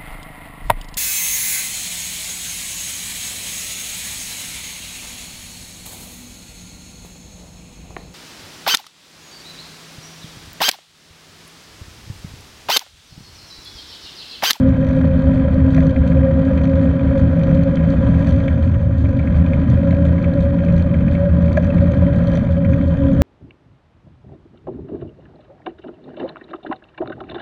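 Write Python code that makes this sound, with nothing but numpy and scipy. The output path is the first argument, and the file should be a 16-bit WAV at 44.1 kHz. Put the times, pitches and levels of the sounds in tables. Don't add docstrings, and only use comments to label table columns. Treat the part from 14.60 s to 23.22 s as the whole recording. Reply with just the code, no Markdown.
import sys
import numpy as np
from scipy import signal
from scipy.fft import rfft, irfft
from scipy.io import wavfile
from scipy.ndimage import uniform_filter1d, minimum_filter1d, map_coordinates

SR = 44100
rng = np.random.default_rng(int(sys.argv[2]) if len(sys.argv) > 2 else 0)


def generate_wav(sig):
    pcm = np.round(np.clip(np.atleast_2d(sig).T, -1, 1) * 32767).astype(np.int16)
    wavfile.write(sys.argv[1], SR, pcm)


N = 380141

# time_s, wheel_turns_per_s
WHEEL_SPEED = [(0, 2.688), (.7, 2.721), (1.4, 2.731), (2.2, 2.768), (3, 2.794), (3.8, 2.817), (4.6, 2.816),
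               (5.4, 2.87), (6, 2.873), (6.6, 2.927), (7.4, 2.917), (8, 2.873), (8.62, 2.822)]
# time_s, level_db
ROAD_NOISE = [(0, -39), (.9, -39.5), (2, -39), (3.7, -38.5), (4, -41), (4.3, -44), (4.8, -40), (5.3, -39.5),
              (6, -41), (6.9, -40), (7.75, -38.5), (8, -42), (8.62, -39.5)]
# time_s, low_db, middle_db
TREAD_HUM = [(0, -29, -12.5), (.45, -22.5, -19.5), (.9, -25.5, -20), (1.2, -19.5, -17), (1.45, -28.5, -22),
             (1.7, -20.5, -18.5), (2.2, -25, -19.5), (2.5, -25.5, -22), (3, -18, -24.5), (3.6, -23, -22),
             (4.1, -26.5, -32.5), (4.55, -28, -31.5), (5, -24.5, -29), (5.4, -22, -28), (6, -22, -29.5),
             (6.7, -21, -31.5), (7.3, -20, -28), (7.8, -20.5, -32.5), (8.15, -23.5, -28),
             (8.62, -27, -17.5)]
# time_s, level_db
TREAD_SING = [(0, -26), (.45, -27), (.8, -30), (1.2, -32), (1.38, -26), (1.55, -36), (1.6, -20.5),
              (1.85, -25), (2.05, -21.5), (2.48, -30), (2.58, -22), (2.68, -33), (2.98, -21.5), (3.2, -27),
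              (3.35, -24.5), (3.6, -31), (3.8, -28), (4.1, -36), (4.5, -40), (5, -35), (5.3, -24.5),
              (5.52, -33), (5.72, -26), (6.4, -30), (6.62, -25), (7, -25.5), (7.15, -30), (7.3, -24.5),
              (7.8, -29), (8.62, -23.5)]
# time_s, level_db
DYNAMO_HUM = [(0, -27), (.7, -25), (1.6, -25.5), (2.4, -26.5), (3, -25), (3.6, -26.5), (4.05, -24),
              (4.5, -23), (5.8, -25.5), (6.2, -28), (6.8, -23), (7.6, -25), (8.62, -25.5)]
# place_turns, width_turns, rise_db
DYNAMO_DRAG = [(0.273, 0.086, 11), (.48, 0.041, 6.5), (.82, 0.069, 11)]
PEDAL_PUSHES = [(0.371, 0.15, .95), (.85, 0.16, 0.8)]
# centre_s, width_s, rise_db
ROUGH_PATCHES = [(0.333, 0.11, 5), (1.19, 0.08, 7), (2.036, 0.079, 7), (3.68, 0.11, 7), (6.164, 0.06, 5),
                 (6.98, .03, 6), (7.74, 0.08, 9)]
# centre_s, peak_db
LOW_THUMPS = [(4.04, -6.5), (4.795, -11)]
# start_s, ring_peak_db, ring_pitch_hz, crack_peak_db
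ROAD_BUMPS = [(1.1765, -16, 645, -26), (3.669, -27, 640, -32), (5.325, -19, 645, -33),
              (6.971, -7, 612, -19), (7.771, -26, 640, -36)]
# pitch_hz, level_db, t60_s
MOUNT_MODES = [(1035, -20, .04), (1690, -3.5, .022), (1960, -11, .022), (2380, -11, .022)]
# centre_hz, width_hz, gain_db
CASE_RESONANCES = [(538, 76.3, 11.5), (608, 27, 3), (993, 66, 10), (1190, 55, 4), (1400, 70, 2),
                   (1640, 92, 7.5), (1775, 60, -5), (1858, 90, 6), (2190, 130, -2.5), (2320, 90, 2.5),
                   (2450, 65, 3), (2800, 150, -13), (3000, 70, -11), (3130, 170, 7), (3470, 90, 4),
                   (3950, 110, -3), (4250, 82, 2), (4840, 110, -4), (5340, 480, -8), (5880, 260, 3),
                   (6520, 450, 4), (8360, 170, -3), (8640, 170, 3), (9450, 600, -3), (10200, 500, 4)]

# start_s, peak_db
CHAIN_CLICKS = [(0.089, -33), (0.21, -40), (.245, -41), (.274, -38), (0.288, -34), (.31, -42), (.33, -42),
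                (.414, -39), (.475, -41), (.575, -41), (.64, -42), (.656, -38), (.78, -42), (0.942, -34),
                (1.146, -26), (1.166, -37), (1.249, -42), (1.2336, -37), (1.267, -33), (1.387, -40),
                (1.511, -43), (2.034, -36.5), (2.0524, -34.5), (2.792, -38), (2.834, -34), (3.158, -47),
                (3.592, -39), (3.61, -38), (3.669, -35), (3.69, -37), (3.708, -31), (3.726, -35),
                (4.932, -37), (6.124, -38.5), (6.18, -41), (6.206, -49), (6.82, -45), (6.971, -31),
                (6.982, -41), (6.994, -43.5), (7.024, -37), (7.044, -38), (7.335, -39), (7.3705, -38),
                (7.638, -36), (7.672, -37), (7.691, -40), (7.732, -34), (7.752, -29.5), (7.771, -30.5),
                (7.848, -38)]
HARD_TICKS = [(0.363, -40), (.453, -36), (0.62, -36), (0.736, -40), (1.1032, -38), (1.203, -35),
              (1.295, -36), (1.308, -35), (1.475, -29), (1.849, -39.5), (2.155, -35), (2.2125, -38),
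              (2.578, -34), (2.834, -33), (2.945, -38), (3.034, -35.5), (3.1557, -31), (3.302, -36),
              (3.627, -40), (3.67, -38), (3.785, -40), (4.0236, -35.5), (4.381, -37), (5.0992, -36),
              (5.3074, -32.5), (5.452, -32), (5.626, -35), (5.7365, -34), (5.805, -35), (6.048, -35),
              (6.163, -38), (6.1786, -39), (6.2218, -35), (6.5122, -34), (6.857, -37), (6.9287, -35.5),
              (6.9703, -38), (7.0437, -37.5), (7.0664, -36), (7.209, -41.5), (7.3178, -38.5),
              (7.5606, -41.5), (7.67, -33), (7.731, -37)]
CABLE_CLACKS = [(1.3608, -25), (1.517, -28), (1.9764, -27), (3.1684, -25.5), (3.8016, -29), (3.8796, -21),
                (4.142, -29), (4.454, -31), (4.59, -27.5), (4.6726, -25.5), (4.8609, -25), (4.9327, -20.5),
                (5.3074, -28), (5.58, -28), (5.6414, -24), (5.85, -34), (5.9893, -28), (6.084, -26.5),
                (6.3395, -28), (6.407, -30), (6.4782, -27), (6.551, -26.5), (7.101, -28), (7.179, -27.5),
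                (7.465, -30), (8.046, -25.5), (8.1312, -26), (8.211, -27)]

# frequency_hz, relative_db
SHAKE_SPECTRUM = [(12, -11), (30, -13.5), (45, -8), (75, -1.5), (100, -3.5), (122, 0), (138, -3), (149, -7),
                  (180, -3.5), (230, -5.5), (272, -6), (298, -26), (340, -19), (375, -47)]
GRIT_SPECTRUM = [(200, -11.5), (370, -3), (440, 5.5), (600, 9.5), (700, 3), (820, -2.5), (930, -5.5),
                 (1500, -2.57), (2100, -11), (3300, -19.5), (4500, -27.5), (6000, -38), (9000, -43),
                 (12000, -58.5)]
CRACK_SPECTRUM = [(600, -10), (900, -2), (1350, 3), (1700, 10), (2000, -1), (2400, 0), (2700, -3),
                  (3200, -19), (4500, -20), (5300, -30), (6000, -25), (10000, -48)]
CLACK_SPECTRUM = [(800, -20), (1300, -8), (1650, -5), (1950, -1), (2200, 3), (2520, -1), (2850, -10),
                  (3300, -16), (4200, -26), (5300, -38), (6300, -34), (10000, -56)]
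LINK_SPECTRUM = [(1200, -13), (2400, 0), (3200, -3), (3700, -2.5), (4300, -4), (5250, -18), (5850, -7.5),
                 (6500, -19), (7500, -27), (8350, -28), (8700, -17), (9300, -35), (10400, -35),
                 (14000, -57)]
RATTLE_SPECTRUM = [(1200, -22.5), (2400, -9.5), (3400, 10), (4400, 2), (6000, -13), (7500, -16.5),
                   (10500, -30.5), (14000, -52.5)]
TICK_SPECTRUM = [(900, -15), (2400, 9), (3300, 8), (4200, 9), (5200, -5), (6000, -3), (7500, -12),
                 (8700, -13), (10500, -29), (14000, -56)]
HISS_SPECTRUM = [(800, -0.5), (2000, -12.5), (4000, -23), (5700, -24.5), (6350, -13), (7000, -28.5),
                 (10500, -33), (14000, -51.5)]
SIZZLE_SPECTRUM = [(1500, -0.5), (3300, 1.5), (4500, -5.5), (6200, -12), (8500, -21), (11000, -19),
                   (14000, -35.5)]
WAKE_SPECTRUM = [(55, -19.5), (80, 2.5), (115, 4.5), (140, -4.5), (175, -16)]
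PAWL_SPECTRUM = [(1500, -14), (2400, 6), (3300, 7), (4400, -8), (5300, -16), (6400, -11), (7500, -27),
                 (10000, -36)]
RUB_SPECTRUM = [(2200, -15), (3400, 4), (4400, 1.5), (6000, -11.5), (7700, -10.5), (10500, -27),
                (14000, -52.5)]

GEAR_RATIO = 2.327


def road(shake_db=-17, rise_share=.81, stones_boost_db=10):
    noise_db, = curves(ROAD_NOISE)
    shake = unit(through_case(rng.standard_normal(N), SHAKE_SPECTRUM))
    stones = unit(through_case(grains(depth_db=1.8, rate_hz=160), GRIT_SPECTRUM))
    rumble_db = shake_db + rise_share * road_noise_rise_db() + wobble(9.1)
    return amp(rumble_db) * shake + amp(noise_db + stones_boost_db) * stones


def tyres(waver_hz=2.542, push_db=2.5, glide_share=.78, octave_db=-41.5):
    wheel_hz, = curves(WHEEL_SPEED)
    low_db, middle_db = curves(TREAD_HUM)
    sing_db, = curves(TREAD_SING)
    turns = wheel_turns()
    low_hz, middle_hz = 59 * wheel_hz, 96.8 * wheel_hz
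    sing_hz = glide_share * 195.5 * wheel_hz + (1 - glide_share) * CASE_RESONANCES[0][0]
    low_db += swells(turns, [(.98, .072, 1.7)]) + push_db * effort() + 2 * wobble(14)
    middle_db += swells(turns, [(.1, .12, 1.4)]) + 1.5 * wobble(16)
    sing_db += swells(turns, [(.68, .061, 1.3)]) + wobble(28)
    low = amp(low_db) * rolling_tone(low_hz, rough_share=.18, flutter_hz=26)
    middle = amp(middle_db) * rolling_tone(middle_hz, rough_share=.13, flutter_hz=27)
    octave = amp(octave_db) * rolling_tone(2 * low_hz, rough_share=.97, flutter_hz=20)
    sing = amp(sing_db) * rolling_tone(sing_hz + waver_hz * wobble(40), rough_share=.43, flutter_hz=42)
    return low + middle + octave + sing


def dynamo(poles=28, waver_hz=3, unsteady_db=.7):
    level_db = curves(DYNAMO_HUM)[0] + swells(wheel_turns(), DYNAMO_DRAG) + unsteady_db * wobble(3)
    pitch_hz = poles * curves(WHEEL_SPEED)[0] + waver_hz * wobble(9)
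    return amp(level_db) * rolling_tone(pitch_hz, rough_share=.071, flutter_hz=26)


def low_thumps(pitch_hz=80, width_s=.021):
    t = np.arange(N) / SR
    return sum(amp(peak_db) * bell(centre_s, width_s) * np.sin(2 * np.pi * (pitch_hz * t + rng.random()))
               for centre_s, peak_db in LOW_THUMPS)


def mount_knocks(swell_s=.0048, hollow_t60_s=.055, upper_rise_s=.0025):
    out, t = np.zeros(N + SR), np.arange(SR // 5) / SR
    hollow_envelope = (1 - np.exp(-(t / swell_s) ** 4)) * amp(-60 * (t - swell_s) / hollow_t60_s)
    upper = sum(amp(db - 60 * t / t60_s) * np.sin(2 * np.pi * hz * t) for hz, db, t60_s in MOUNT_MODES)
    upper *= 1 - np.exp(-(t / upper_rise_s) ** 2)
    for start_s, peak_db, pitch_hz, _ in ROAD_BUMPS:
        ring = hollow_envelope * np.sin(2 * np.pi * pitch_hz * t) + upper
        add(out, start_s, amp(peak_db) * ring / np.abs(ring).max())
    cracks = [(start_s, crack_db) for start_s, _, _, crack_db in ROAD_BUMPS]
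    return out[:N] + strikes(cracks, CRACK_SPECTRUM, chatter=.38, t60_s=.045)


def chain(teeth=42, link_db=-42.5, push_db=10.5, graze_db=-53, jitter_s=.0006):
    crank_turns = wheel_turns() / GEAR_RATIO
    at = np.flatnonzero(np.diff(np.floor(teeth * crank_turns)))
    time_scatter, seat_scatter, graze_scatter = np.clip(rng.standard_normal((len(at), 3)), -2, 1.3).T
    start_s = at / SR + jitter_s * time_scatter
    seat_rise_db = push_db * effort() + road_noise_rise_db()
    graze_rise_db = swells(crank_turns, [(.36, .078, 9.7)]) + .5 * rattle_rise_db()
    seats = np.column_stack([start_s, link_db + seat_rise_db[at] + 4 * seat_scatter])
    grazes = np.column_stack([start_s, graze_db + graze_rise_db[at] + 2 * graze_scatter])
    clatter = strikes(seats, CLACK_SPECTRUM, chatter=.07, t60_s=.018)
    clicks = strikes(np.vstack([grazes, CHAIN_CLICKS]), LINK_SPECTRUM, chatter=.25, t60_s=.014)
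    return (clatter + clicks) * (1 - coasting())


def rattles(rattle_db=-49, scatter_db=4.5, count=110):
    at = rng.integers(0, N, count)
    peak_db = rattle_db + rattle_rise_db()[at] + scatter_db * np.clip(rng.standard_normal(count), -2, 1.3)
    rattle = strikes(np.column_stack([at / SR, peak_db]), RATTLE_SPECTRUM, chatter=.3, t60_s=.014)
    ticks = strikes(HARD_TICKS, TICK_SPECTRUM, chatter=.3, t60_s=.017)
    clacks = strikes(CABLE_CLACKS, CLACK_SPECTRUM, chatter=.3, t60_s=.034)
    return rattle + ticks + clacks


def passing_car(abreast_s=3.8, nearing_s=.54, leaving_s=.79, hiss_db=-57, sizzle_db=-56, wake_db=-19.5):
    t = np.arange(N) / SR
    along_road = (t - abreast_s) / np.where(t < abreast_s, nearing_s, leaving_s)
    distance = np.hypot(1, along_road)
    hiss = unit(through_case(rng.standard_normal(N), HISS_SPECTRUM))
    sizzle = unit(through_case(grains(depth_db=5, rate_hz=500), SIZZLE_SPECTRUM))
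    wake = unit(through_case(rng.standard_normal(N), WAKE_SPECTRUM))
    return (amp(hiss_db) / distance ** 2 * hiss
            + amp(sizzle_db) * bell(centre_s=3.63, width_s=.19) * sizzle
            + amp(wake_db) * bell(centre_s=4.4, width_s=.66) * wake)


def freewheel(level_db=-41, scatter_db=2.3, teeth=22):
    slip_turns = np.cumsum(curves(WHEEL_SPEED)[0] * np.sqrt(coasting())) / SR
    at = np.flatnonzero(np.diff(np.floor(teeth * slip_turns)))
    peak_db = level_db + scatter_db * rng.standard_normal(len(at))
    return strikes(np.column_stack([at / SR, peak_db]), PAWL_SPECTRUM, chatter=.3, t60_s=.012)


def wheel_rub(level_db=-53, rear_per_front_turn=.9868, attack_turns=.019, release_turns=.095):
    since_catch = (rear_per_front_turn * wheel_turns() - .952) % 1
    envelope = (1 - np.exp(-since_catch / attack_turns)) * np.exp(-.5 * (since_catch / release_turns) ** 2)
    scrape = unit(through_case(grains(depth_db=4, rate_hz=260), RUB_SPECTRUM))
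    return amp(level_db) * envelope * scrape


def wheel_turns():
    return np.cumsum(curves(WHEEL_SPEED)[0]) / SR


def effort():
    return swells(wheel_turns() / GEAR_RATIO, PEDAL_PUSHES)


def coasting(start_s=8.0, ease_s=.3):
    return np.clip((np.arange(N) / SR - start_s) / ease_s, 0, 1)


def road_noise_rise_db():
    noise_db, = curves(ROAD_NOISE)
    return noise_db - noise_db.mean()


def rattle_rise_db():
    patches_db = sum(db * bell(centre_s, width_s) for centre_s, width_s, db in ROUGH_PATCHES)
    return road_noise_rise_db() + patches_db


def rolling_tone(pitch_hz, rough_share, flutter_hz):
    phase = 2 * np.pi * np.cumsum(pitch_hz) / SR + rng.uniform(0, 2 * np.pi)
    sidebands = unit(wobble(flutter_hz) * np.sin(phase) + wobble(flutter_hz) * np.cos(phase))
    return np.sqrt(1 - rough_share) * unit(np.sin(phase)) + np.sqrt(rough_share) * sidebands


def strikes(rows, spectrum, chatter, t60_s, colour_db=2, rise_s=.0011, size=2048):
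    out, t = np.zeros(N + SR), np.arange(size) / SR
    body = rfft(case_response(spectrum)[:size], 2 * size)
    envelope = np.minimum((t / rise_s) ** 2, amp(-60 * (t - rise_s) / t60_s))
    forces = chatter * rng.standard_normal((len(rows), size)) * envelope
    forces[:, round(rise_s * SR)] += 1
    bands = np.fft.rfftfreq(2 * size, 1 / SR) / 900
    for (start_s, peak_db), force in zip(rows, forces):
        colour = amp(colour_db * np.interp(bands, np.arange(26), rng.standard_normal(26)))
        hit = irfft(rfft(force, 2 * size) * body * colour)[:size]
        add(out, start_s, amp(peak_db) * hit / np.abs(hit).max())
    return out[:N]


def case_response(spectrum, size=16384):
    hz = np.fft.rfftfreq(size, 1 / SR)
    shape_hz, shape_db = np.transpose(spectrum)
    db = np.interp(np.log(hz + 1), np.log(shape_hz), shape_db)
    db -= 48 * np.log2(np.maximum(hz / shape_hz[-1], 1))
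    db -= 12 * np.log2(np.maximum(shape_hz[0] / (hz + 1), 1))
    db += sum(gain * .5 ** ((2 * (hz - centre) / width) ** 2) for centre, width, gain in CASE_RESONANCES)
    cepstrum = irfft(np.log(amp(db) + 1e-6))
    cepstrum[1:size // 2] *= 2
    cepstrum[size // 2 + 1:] = 0
    return irfft(np.exp(rfft(cepstrum)))


def through_case(force, spectrum):
    return signal.fftconvolve(force, case_response(spectrum))[:N]


def grains(depth_db, rate_hz):
    return rng.standard_normal(N) * amp(depth_db * wobble(rate_hz))


def swells(turns, rows):
    return sum(height * np.exp(-.5 * (((turns - place + .5) % 1 - .5) / width) ** 2)
               for place, width, height in rows)


def bell(centre_s, width_s):
    return np.exp(-.5 * ((np.arange(N) / SR - centre_s) / width_s) ** 2)


def wobble(rate_hz):
    knots = rng.standard_normal(int(N * rate_hz / SR) + 4)
    return map_coordinates(knots, [np.arange(N) * rate_hz / SR])


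def curves(rows):
    time_s, *columns = np.transpose(rows)
    return [np.interp(np.arange(N) / SR, time_s, column) for column in columns]


def amp(db):
    return 10 ** (np.asarray(db) / 20)


def unit(x):
    return x / np.sqrt(np.mean(x ** 2) + 1e-20)


def add(out, start_s, sound):
    out[max(round(start_s * SR), 0):][:len(sound)] += sound


def scene():
    rolling = tyres() + dynamo() + road()
    mechanics = chain() + rattles() + freewheel() + wheel_rub()
    jolts = mount_knocks() + low_thumps()
    return (rolling + mechanics + jolts + passing_car())[None]


def record(dry, ceiling=.82, hold_samples=300, top_hz=15700):
    needed_gain = np.minimum(1, ceiling / (np.abs(dry) + 1e-9))
    held_gain = minimum_filter1d(needed_gain, hold_samples)
    gain = uniform_filter1d(uniform_filter1d(held_gain, hold_samples // 2), hold_samples // 2)
    return signal.sosfilt(signal.butter(16, top_hz, fs=SR, output="sos"), dry * gain)


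dry = scene()
out = record(dry)
generate_wav(out)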